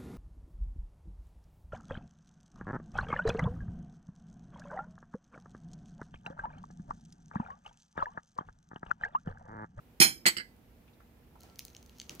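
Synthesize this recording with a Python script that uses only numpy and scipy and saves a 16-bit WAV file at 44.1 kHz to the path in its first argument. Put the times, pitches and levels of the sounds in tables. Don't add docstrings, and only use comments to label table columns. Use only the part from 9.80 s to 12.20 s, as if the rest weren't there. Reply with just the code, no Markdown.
import sys
import numpy as np
from scipy import signal
from scipy.fft import rfft, irfft
from scipy.io import wavfile

SR = 44100
rng = np.random.default_rng(int(sys.argv[2]) if len(sys.argv) > 2 else 0)


def master_out(mix):
    frames = np.transpose(np.atleast_2d(mix))
    ceiling = np.clip(frames, -1, 1)
    pcm = np.round(ceiling * 32767).astype(np.int16)
    wavfile.write(sys.argv[1], SR, pcm)


N = 105840
TIME, FREQS = np.arange(N) / SR, np.arange(N // 2 + 1) * SR / N

# f/Hz, relative level/dB
AIR_COLOUR = [(25, -9), (55, -0.5), (145, -7), (245, -6.5), (300, -11), (480, -16.5), (750, -18.5),
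              (1200, -25.5), (2400, -27.5), (4600, -35.5), (8500, -39.5), (14800, -31.5), (16000, -41)]
NAPKIN_COLOUR = [(50, -7), (130, 1.5), (320, 0.5), (700, -10), (1500, -12.5), (5500, -18), (9000, -23.5)]
# f/Hz, likeness (1 = the same)
AIR_LIKENESS = [(60, 0.97), (300, .85), (1000, 0.14), (3000, 0.05), (15000, 0.031)]
TABLE_LIKENESS = [(100, 0.63), (500, 1), (2200, .8), (4500, 0.21), (15000, 0.72)]
# f/Hz, level/dB
HUM = [(120, -79), (240, -72.5), (479, -78)]
# t/s, level/dB
TONE_LEVEL = [(1.58, -96), (1.61, -71), (1.66, -83.5), (1.71, -70), (1.77, -80.5), (2.0, -87)]
NAPKIN_LEVEL = [(1.59, -86.5), (1.635, -59.5), (1.75, -67), (2.28, -67.5), (2.305, -50.5), (2.365, -57.5),
                (2.4, -63)]
CRUMB_LEVEL = [(1.57, -87), (1.61, -48.5), (1.72, -85), (1.8, -57), (1.92, -53.5), (2.06, -74), (2.2, -48),
               (2.4, -63)]
# t/s, level/dB, strongest f/Hz
BUMPS = [(1.079, -64.5, 2564), (1.134, -71, 3990), (1.202, -58.5, 1306), (1.555, -56.5, 909),
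         (1.636, -58.5, 750), (1.69, -61, 752)]
# t/s, level/dB, extra for low notes/dB, extra for high notes/dB
CRACKS = [(0.752, -76, -15, 18), (.765, -70, -17, 23), (1.607, -47, -7, 16), (1.6332, -42, -21, 6),
          (1.6986, -51.5, 1, -1), (1.7582, -47, -10, 5), (1.7876, -44.5, -15, 16),
          (1.792, -26.5, -0.5, 6.5), (1.799, -47, -2, 18.5), (1.8065, -49, 14, -3), (1.851, -39, -10, 17),
          (1.882, -44.5, 1, -2), (1.9015, -47, -6, 4), (1.9493, -40.5, 6.5, 3), (1.966, -40.5, -6, 0),
          (2.0277, -43.5, -0.5, 4.5), (2.0617, -48.5, -5, 8), (2.0951, -49.5, 8, 10), (2.185, -43, -8, 6),
          (2.1997, -31, -3, -8), (2.2154, -35, 6.5, -1), (2.2948, -30, 1.5, 0), (2.308, -40.5, 3.5, -11),
          (2.351, -48, -3, 20), (2.358, -46, -1, 3), (2.397, -28.5, 1, 0)]
# f/Hz, level/dB, t60/s (time to fade by 60 dB)
SHELL_MODES = [(2270, -12.5, 0.0037), (2980, -7.5, .005), (4340, -3.5, 0.0033), (5210, -3, .0025),
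               (6250, -1.5, .0035), (8300, -16.5, .0015), (9900, -14, 0.0016), (11900, -15.5, .0015),
               (14799, -14.5, .0025)]
# t/s, knock level/dB, boom level/dB
KNOCKS = [(0.202, -18.5, -29.5), (.215, -24.5, -41.5), (0.253, -29, -40), (.456, -42, -33),
          (0.4651, -33.5, -26), (0.473, -34.5, -36.5), (0.5685, -43.5, -43), (0.584, -49, -40.5)]
# f/Hz, relative level/dB
KNOCK_COLOUR = [(40, -22.5), (85, -10.5), (125, 6), (190, 6.5), (260, 4), (350, 9), (450, -29), (1500, -44)]
# f/Hz, left minus right/dB
TABLE_PAN = [(60, 1), (200, -6), (700, -7), (2400, -3), (4400, -8), (7800, 0), (9600, -17.5), (11500, -4.5),
             (15000, -3.5)]
# t/s, level/dB, treble tilt/(dB per octave)
FIRST_TOUCHES = [(.2004, -6, 2), (.2022, 0, 3.5), (.2128, -1.5, -7), (.2158, 4.5, -0.5), (.2235, -1, 4.5),
                 (.2355, -4.5, 2), (.247, -10.5, 2), (.2605, -17, -5.5)]
DROP_TOUCHES = [(.4555, -3.5, -6), (.461, 2, 3.5), (.464, 9, 1), (.472, 2.5, 5.5), (.476, 0.5, 0),
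                (.4825, 0.5, 5.5), (.4875, -11, -9), (.5025, -18, 1.5)]
SETTLE_TOUCHES = [(.5672, 8, -3), (.572, 5, 5), (.583, 6.5, -1), (.599, 0, -4.5), (.6065, -4, -6),
                  (.614, -16.5, -5), (.629, -26, -9)]
# f/Hz, level/dB, t60/s
FIRST_MODES = [(2331, -35, .26), (3115, -32, .2), (3135, -34, .23), (3290, -39, .22), (3376, -38, .2),
               (4190, -23.5, .18), (5157, -32, .22), (5212, -37, .33), (5406, -32, .16), (5480, -35, .17),
               (6212, -38, .23), (6810, -34.5, .2), (7518, -39, .21), (8037, -44, .24), (9577, -25, .19),
               (9837, -35, .17), (9922, -34, .16), (11594, -41, .15), (11800, -41, .28), (11985, -43, .34),
               (12510, -49, .38), (12830, -48, .2), (13410, -42, .17), (15149, -39, .16), (15380, -36, .1)]
DROP_MODES = [(2004, -32.5, .13), (3142, -38, .18), (4190, -38, .13), (4393, -36, .12), (4510, -34, .12),
              (6700, -35, .06), (7745, -36, .11), (7797, -36, .12), (9792, -49, .16), (11789, -46, .14),
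              (12010, -49, .2), (13370, -52, .14)]
SETTLE_MODES = [(1653, -50, .16), (2005, -51, .27), (2095, -44, .16), (2983, -50, .13), (4096, -50, .13),
                (4510, -50, .2), (4703, -47, .13), (4775, -50, .11), (7970, -53, .15), (12010, -68, .25)]
# f/Hz, relative level/dB
FIRST_CLATTER = [(450, -20.5), (800, -9), (1150, -15.5), (1550, -3), (2400, 5), (2950, -13), (3250, -2.5),
                 (3750, -10.5), (4300, -0.5), (4750, -5.5), (5400, 9.5), (5900, -5.5), (6800, 1),
                 (7500, -14.5), (8100, -4.5), (8700, -13.5), (9700, -4), (10600, -19), (11300, -4),
                 (12400, -17.5), (13300, -9.5), (14100, -23.5), (15200, -5.5), (16000, -32.5)]
DROP_CLATTER = [(450, -4), (1000, -4), (1600, 1.5), (2000, 15), (2600, 2), (3200, 3.5), (3700, -4),
                (4450, 12), (5300, -3.5), (6100, -7.5), (6650, 1.5), (7300, -14), (7850, 8), (8800, -7),
                (9700, -5), (10400, -18), (11800, -4.5), (12900, -21.5), (15100, -10), (16000, -36)]
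SETTLE_CLATTER = [(450, 2), (800, -34), (1550, 8.5), (2100, 9), (2400, -4), (3000, 9.5), (3700, -14.5),
                  (4200, 4), (4800, 11.5), (6300, -18), (8000, 0.5), (10600, -18), (12000, -17),
                  (16000, -22)]
# f/Hz, t60/s
FIRST_T60 = [(500, 0.23), (2500, 0.15), (15000, .12)]
DROP_T60 = [(500, 0.041), (2500, 0.1), (15000, 0.054)]
SETTLE_T60 = [(500, 0.08), (2500, 0.06), (15000, 0.045)]


def from_db(db):
    return 10 ** (np.asarray(db) / 20)


def at_hz(points, hz):
    f, value = np.transpose(points)
    return np.interp(np.log(np.maximum(hz, 1)), np.log(f), value)


def level(points):
    return from_db(np.interp(TIME, *np.transpose(points)))


def panned(db):
    return from_db(db * np.array([[.5], [-.5]]))


def clicks(times, sizes):
    return np.bincount((np.abs(times) * SR).astype(int), sizes, N)[:N]


def fading(times, db, t60):
    energy_kept = from_db(-60 / (t60 * SR)) ** 2
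    return np.sqrt(signal.lfilter([1], [1, -energy_kept], clicks(times, from_db(db) ** 2) + 1e-18))


def eased(envelope, rise_s=.0003):
    kept = np.exp(-1 / (rise_s * SR))
    return signal.lfilter([1 - kept], [1, -kept], envelope)


def noise(colour, likeness):
    mid, side = rfft(rng.standard_normal((2, N)))
    alike = np.clip(at_hz(likeness, FREQS), -1, 1)
    stereo = np.sqrt(1 + alike) * mid + np.sqrt(1 - alike) * side * [[1], [-1]]
    x = irfft(from_db(at_hz(colour, FREQS)) * stereo, N)
    return x / x.std()


def background(air_db=-59.5, tone_hz=1340):
    sine = lambda hz: np.sqrt(2) * np.sin(2 * np.pi * (hz * TIME + rng.random()))
    hum = sum(from_db(db) * sine(hz) for hz, db in HUM)
    return from_db(air_db) * noise(AIR_COLOUR, AIR_LIKENESS) + hum + level(TONE_LEVEL) * sine(tone_hz)


def napkin_and_hands():
    out = level(NAPKIN_LEVEL) * noise(NAPKIN_COLOUR, AIR_LIKENESS)
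    for start, db, hz in BUMPS:
        rub = noise([(hz / 4, -35), (hz, 0), (hz * 3, -35)], AIR_LIKENESS)
        out += fading(np.array([start]), [db], t60=.108) * rub
    return out


def room_echo(x, t60=.22, delay_s=.008):
    t = TIME[:SR // 2]
    echoes = rng.standard_normal((2, len(t))) * from_db(-60 * t / t60) * (t > delay_s)
    echoes /= np.sqrt(np.sum(echoes ** 2) / 2)
    return signal.fftconvolve(x[None], echoes, axes=1)[:, :N]


def eggshell(crumbs_per_s=120, scatter_db=1.5):
    times, db, low_db, high_db = np.transpose(CRACKS)
    crumbs = (rng.random(N) < crumbs_per_s / SR) * rng.choice([-1, 1], N) * level(CRUMB_LEVEL)
    scatter = scatter_db * rng.standard_normal((len(times), len(SHELL_MODES)))
    splinters = from_db(-15) * rng.standard_normal(N)
    out = np.zeros(N)
    for k, (hz, mode_db, t60) in enumerate(SHELL_MODES):
        snap_db = db + scatter[:, k] + low_db * (hz < 3600) + high_db * (hz > 7000)
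        snaps = clicks(times, from_db(snap_db)) + fading(times, snap_db, t60=.0074) * splinters + crumbs
        kept, turn = from_db(-60 / (t60 * SR)), 2 * np.pi * hz / SR
        ring = signal.lfilter([.5, 0, -.5], [1, -2 * kept * np.cos(turn), kept * kept], snaps + 1e-18)
        out += (-1) ** k * from_db(mode_db) * ring
    return out + from_db(-10) * room_echo(out)


def from_table(hz, lag_s=.000286):
    gains = panned(at_hz(TABLE_PAN, hz))
    delay = np.exp(-2j * np.pi * hz * lag_s * np.array([[1], [0]]))
    return gains / np.sqrt(np.mean(gains ** 2, axis=0)) * delay


def table_top(boom_hz=193.5, low_cut_hz=96):
    times, knock_db, boom_db = np.transpose(KNOCKS)
    envelope = np.hypot(fading(times, knock_db, t60=.054), fading(times, knock_db - 19.5, t60=.46))
    knock = envelope * irfft(rfft(noise(KNOCK_COLOUR, TABLE_LIKENESS)) * from_table(FREQS), N)
    wave = from_table(boom_hz) * np.exp(2j * np.pi * (boom_hz * TIME + rng.random()))
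    boom = fading(times, boom_db, t60=.043) * wave.real
    return signal.sosfilt(signal.butter(2, low_cut_hz, "high", fs=SR, output="sos"), knock + boom)


def ripple(depth_db=1.5, width_hz=70):
    heights = rng.standard_normal(len(FREQS)).clip(-2, 2)
    gain = from_db(depth_db * np.interp(FREQS / width_hz, np.arange(len(FREQS)), heights))
    return gain / np.sqrt(np.mean(gain ** 2))


def touches_at(touches, hz):
    times, db, tilt = np.transpose(touches)
    return times, db + tilt * np.log2(max(hz, 1500) / 4000)


def clatter(touches, colour, t60s, gain_db):
    dense = rfft(noise(colour, TABLE_LIKENESS)) * from_table(FREQS) * ripple()
    edges_hz = np.geomspace(420, 17000, 9)
    out = np.zeros((2, N))
    for low, high in zip(edges_hz, edges_hz[1:]):
        hz = np.sqrt(low * high)
        times, band_db = touches_at(touches, hz)
        tick = fading(times, band_db + gain_db + 3, t60=.017)
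        ring = fading(times, band_db + gain_db, at_hz(t60s, hz))
        band = irfft(dense * ((FREQS >= low) & (FREQS < high)), N)
        out += eased(np.hypot(tick, ring)) * band
    echo = noise([(hz, .85 * db) for hz, db in colour], AIR_LIKENESS)
    times, touch_db, _ = np.transpose(touches)
    return out + eased(fading(times, touch_db + gain_db - 22.5, t60=.31)) * echo


def steel_ring(touches, modes, gain_db, spread_hz=36, neighbour_db=-13):
    out = np.zeros((2, N))
    t = TIME[:SR]
    for hz, mode_db, t60 in modes:
        offsets_hz = spread_hz * rng.uniform(-1, 1, size=4)
        phases = np.exp(2j * np.pi * rng.random((2, 4)))
        neighbours = from_db(neighbour_db) * phases @ np.exp(2j * np.pi * np.outer(offsets_hz, t))
        wave = from_table(hz) * np.exp(2j * np.pi * (hz * t + rng.random())) * (1 + neighbours)
        times, touch_db = touches_at(touches, hz)
        envelope = eased(fading(times, touch_db + gain_db + mode_db, t60))
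        out[:, :SR] += envelope[:SR] * wave.real
    return out


def utensil():
    first = steel_ring(FIRST_TOUCHES, FIRST_MODES, gain_db=-.22)
    first += clatter(FIRST_TOUCHES, FIRST_CLATTER, FIRST_T60, gain_db=-19.5)
    drop = steel_ring(DROP_TOUCHES, DROP_MODES, gain_db=-6)
    drop += clatter(DROP_TOUCHES, DROP_CLATTER, DROP_T60, gain_db=-24)
    settle = steel_ring(SETTLE_TOUCHES, SETTLE_MODES, gain_db=-7.5)
    settle += clatter(SETTLE_TOUCHES, SETTLE_CLATTER, SETTLE_T60, gain_db=-41.5)
    return first + drop + settle * panned(db=-4)


def scene():
    return utensil() + table_top() + background() * panned(db=-2) + napkin_and_hands() + eggshell()


def record(dry):
    bass_cut = signal.butter(4, 35, "high", fs=SR, output="sos")
    treble_cut = signal.ellip(10, .2, 80, 15750, fs=SR, output="sos")
    return signal.sosfilt(treble_cut, np.tanh(signal.sosfilt(bass_cut, dry)))


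dry = scene()
out = record(dry)
master_out(out)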